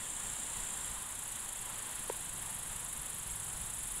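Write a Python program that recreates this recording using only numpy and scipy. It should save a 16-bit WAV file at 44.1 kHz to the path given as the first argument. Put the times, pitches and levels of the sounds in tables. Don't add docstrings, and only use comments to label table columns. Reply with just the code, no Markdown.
import sys
import numpy as np
from scipy import signal
from scipy.fft import rfft, irfft, next_fast_len
from scipy.io import wavfile
from scipy.ndimage import map_coordinates

SR = 44100
rng = np.random.default_rng(int(sys.argv[2]) if len(sys.argv) > 2 else 0)


def output_pcm(signal):
    pcm = np.clip(np.atleast_2d(signal).T, -1, 1) * 32767
    wavfile.write(sys.argv[1], SR, np.round(pcm).astype(np.int16))


N = 176400


def amp(db):
    return 10 ** (np.asarray(db) / 20)


def unit(x):
    return x / np.sqrt(np.mean(x ** 2) + 1e-20)


def curve(rows):
    return np.interp(np.arange(N) / SR, *np.transpose(rows))


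def swell(s, half_s):
    return np.exp(-((np.arange(N) / SR - s) / half_s) ** 2)


def wobble(rate):
    return map_coordinates(rng.standard_normal(N // 100), [np.arange(N) * rate / SR], mode="wrap")


def coloured(x, eq):
    m = 2 * next_fast_len(N // 2 + 8192)
    hz, db = np.transpose(eq)
    gain = amp(np.interp(np.log(np.fft.rfftfreq(m, 1 / SR) + 1), np.log(hz), db))
    cepstrum = irfft(np.log(gain))
    cepstrum[1:m // 2] *= 2
    cepstrum[m // 2 + 1:] = 0
    return unit(irfft(rfft(x, m) * np.exp(rfft(cepstrum)), m)[:N])


def noise(eq):
    return coloured(rng.standard_normal(N), eq)


def grasshopper(song, tempo, wing, rise_s, fall_s, return_db, tooth_hz, jitter, tooth_spread_db,
                scatter_db, t60_s, sway_db=0.3544):
    crest_s, rates = tempo
    rate = curve(rates)
    phase = np.cumsum(rate) / SR
    phase -= np.interp(crest_s, np.arange(N) / SR, phase)
    from_crest_s = (phase - np.round(phase)) / rate
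    stroke = np.exp(-(from_crest_s / np.where(from_crest_s < 0, rise_s, fall_s)) ** 2)
    back_stroke = amp(return_db) * np.sin(np.pi * phase) ** 2
    pressure = (stroke + back_stroke) * amp(sway_db * wobble(25.005))
    spacing, strength = rng.standard_normal((N // 10, 2)).T
    hits = np.round(np.cumsum(np.exp(jitter * spacing)) * SR / tooth_hz).astype(int)
    teeth = np.bincount(hits[hits < N], amp(tooth_spread_db * strength[hits < N]), N)
    return amp(curve(song)) * coloured(grass(teeth * pressure, scatter_db, t60_s), wing)


def singers():
    # t/s, level/dB
    opener_song = [(0, -45.5), (.25, -43.5), (.65, -43), (.93, -45.5), (1.01, -60)]
    low_song = [(.88, -53.5), (1.25, -48.5), (2.6, -50.5), (4, -49)]
    high_song = [(0, -56.5), (1.1, -48.5), (2.5, -47), (4, -46.5)]
    late_song = [(3.1, -56.5), (3.45, -52.5), (3.7, -50.5), (4, -44.5)]
    # t/s of one stroke's crest, then rows of t/s, stroke rate/Hz
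    opener_tempo = (.0055, [(0, 30.8), (1, 28.4)])
    low_tempo = (.9565, [(1, 29.9), (2.8, 29.88), (4, 29.55)])
    high_tempo = (.0336, [(0, 24.6), (1.1, 23.75), (2.5, 23.5), (3.3, 23.4), (4, 22.95)])
    late_tempo = (3.463, [(3, 32.6), (4, 32.8)])
    # f/Hz, relative level/dB
    opener_wing = [(5500, -40.5), (6600, -18), (7100, -8), (7400, 0.5), (7700, -7), (8000, -12.5),
                   (8250, -6), (8700, -10.5), (10200, -13.5), (11500, -33.5), (15000, -44)]
    low_wing = [(5800, -35.5), (6400, -17), (6850, -6), (6990, -8.5), (7230, 2.5), (7500, -3.5), (7950, -5),
                (8170, -3.5), (8600, -13.5), (8860, -3.5), (9500, -11.5), (11000, -25), (15000, -37)]
    high_wing = [(6500, -31), (7700, -23), (8200, -4.5), (8500, -11), (8900, -4.5), (9350, -8), (9760, 0.5),
                 (10050, -3), (10400, -5), (10750, -2), (11100, -3), (11400, -8.5), (11850, -8),
                 (12200, -15), (13100, -21.5), (15500, -31)]
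    late_wing = [(6800, -32), (8200, -4.5), (9000, -7), (9400, -6), (9800, -1.5), (10500, -3.5),
                 (11500, -29), (15000, -26.5)]
    opener = grasshopper(opener_song, opener_tempo, opener_wing,
                         rise_s=0.0066, fall_s=0.0049, return_db=-8,
                         tooth_hz=600.5, jitter=0.3, tooth_spread_db=0.6, scatter_db=-6, t60_s=0.05)
    low = grasshopper(low_song, low_tempo, low_wing,
                      rise_s=0.00473, fall_s=0.00478, return_db=-16.5,
                      tooth_hz=949.6, jitter=0.3, tooth_spread_db=0.22, scatter_db=-7, t60_s=0.056)
    high = grasshopper(high_song, high_tempo, high_wing,
                       rise_s=0.00778, fall_s=0.0058, return_db=-14,
                       tooth_hz=1685, jitter=0.16, tooth_spread_db=2.46, scatter_db=-2, t60_s=0.0404)
    late = grasshopper(late_song, late_tempo, late_wing,
                       rise_s=0.0096, fall_s=0.00324, return_db=-11,
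                       tooth_hz=850.3, jitter=0.36, tooth_spread_db=-0.1, scatter_db=-2.5, t60_s=0.048)
    return opener + low + high + late


def grass(x, scatter_db, t60_s):
    t = np.arange(SR // 10) / SR
    tail = rng.standard_normal(len(t)) * amp(-60 * t / t60_s)
    return x + amp(scatter_db) * signal.fftconvolve(x, tail / np.linalg.norm(tail))[:N]


def chorus(level_db=-47.5, flutter_db=0.9054, grain_db=1.06):
    # f/Hz, relative level/dB
    sizzle_eq = [(5500, -41), (6500, -11.5), (7250, -2.5), (7700, -1.5), (8200, 0), (9200, -4.5),
                 (10200, -4), (11000, -6.5), (12200, -16), (15500, -30.5)]
    gain = amp(level_db + flutter_db * wobble(45))
    grains = rng.standard_normal(N) * amp(grain_db * wobble(420))
    return gain * coloured(grains, sizzle_eq)


def air(trim_db=1.55, waver_db=0.627):
    # t/s, level/dB
    ride = [(0, -49.5), (.4, -49), (1, -49.5), (1.3, -51), (1.75, -49.5), (2.4, -50.5), (3, -51), (4, -51)]
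    # f/Hz, relative level/dB
    hiss_eq = [(30, 7.5), (100, 2.5), (200, 1.5), (310, -3.5), (450, -5), (690, -3), (1000, 2.5),
               (1300, -2), (1800, -1), (2300, -5), (3300, -2), (3800, -4), (4500, -10.5), (5400, -13.5),
               (8000, -9), (15500, -18.5)]
    return amp(curve(ride) + trim_db + waver_db * wobble(8.198)) * noise(hiss_eq)


def wind(lump_db=-0.96):
    # t/s, level/dB
    ride = [(0, -57), (.3, -71.5), (.9, -54), (1.2, -63.5), (2, -60.5), (2.4, -57), (3.1, -59.5),
            (4, -54.5)]
    # t/s, level/dB, half length/s
    puffs = [(.33, -53, 0.075), (0.586, -39, 0.0154), (0.643, -54, 0.032), (0.895, -51, 0.0113),
             (0.982, -56, 0.0107), (2.335, -56, 0.023), (2.972, -49, 0.041), (3.275, -51.5, 0.046),
             (3.549, -48.5, 0.021), (3.62, -52.5, 0.032), (3.851, -56.5, 0.023)]
    # f/Hz, relative level/dB
    rumble_eq = [(10, -7), (28, -3.5), (45, 0.5), (80, -15.5), (200, -22), (320, -40), (700, -41.5)]
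    breeze = amp(curve(ride) + lump_db * wobble(12))
    buffeting = sum(amp(db) * swell(s, half_s) for s, db, half_s in puffs)
    return (breeze + buffeting) * noise(rumble_eq)


def rustles(skirt_db=-18):
    # t/s, level/dB, half length/s, centre f/Hz
    stirs = [(1.022, -55.5, 0.14, 1038), (1.704, -54.5, 0.044, 1020), (2.347, -49, 0.0058, 231),
             (2.496, -52.5, 0.022, 960), (3.532, -55, 0.0724, 879)]
    out = np.zeros(N)
    for s, db, half_s, hz in stirs:
        band = [(hz / 10, -45), (hz / 2, skirt_db), (hz, 0), (hz * 2, skirt_db), (hz * 10, -50)]
        out += amp(db) * swell(s, half_s) * noise(band)
    return out


def tap():
    # t/s, level/dB (rms over the whole scene), roll-off f/Hz
    contacts = [(2.0991, -61.5, 2940), (2.1012, -67, 610)]
    # f/Hz, relative level/dB
    body = [(100, -35), (250, -14), (400, 3.5), (540, 5.5), (780, -4.5), (1000, 0.5), (1250, -12),
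            (1700, -13.5), (2600, -15), (5000, -30.5)]
    out = np.zeros(N)
    for s, db, rolloff_hz in contacts:
        blow = np.bincount([round(s * SR)], minlength=N)
        dulled_body = [(hz, level - 10 * np.log10(1 + (hz / rolloff_hz) ** 2)) for hz, level in body]
        out += amp(db) * coloured(blow, dulled_body)
    return out


def drone(drift_hz=1.429, waver_db=2):
    # t/s, level/dB
    ride = [(0, -76), (1.8, -63.5), (2.3, -60), (3, -58), (3.4, -56.5), (4, -64)]
    # f/Hz, relative level/dB
    partials = [(104.7, -1), (125, -9.5), (146, -3.5), (167, -4)]
    hum = np.zeros(N)
    for hz, db in partials:
        gain = amp(db + waver_db * wobble(5))
        pitch_hz = hz + drift_hz * wobble(7)
        hum += gain * np.sin(2 * np.pi * np.cumsum(pitch_hz) / SR)
    return amp(curve(ride)) * unit(hum)


def scene():
    meadow = singers() + chorus() + air() + wind() + rustles() + tap() + drone()
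    return np.array([meadow, meadow])


def record(dry):
    cutoff_hz = 15720
    m = next_fast_len(N + SR // 2)
    passband = np.fft.rfftfreq(m, 1 / SR) < cutoff_hz
    return irfft(rfft(dry, m) * passband, m)[:, :N]


dry = scene()
out = record(dry)
output_pcm(out)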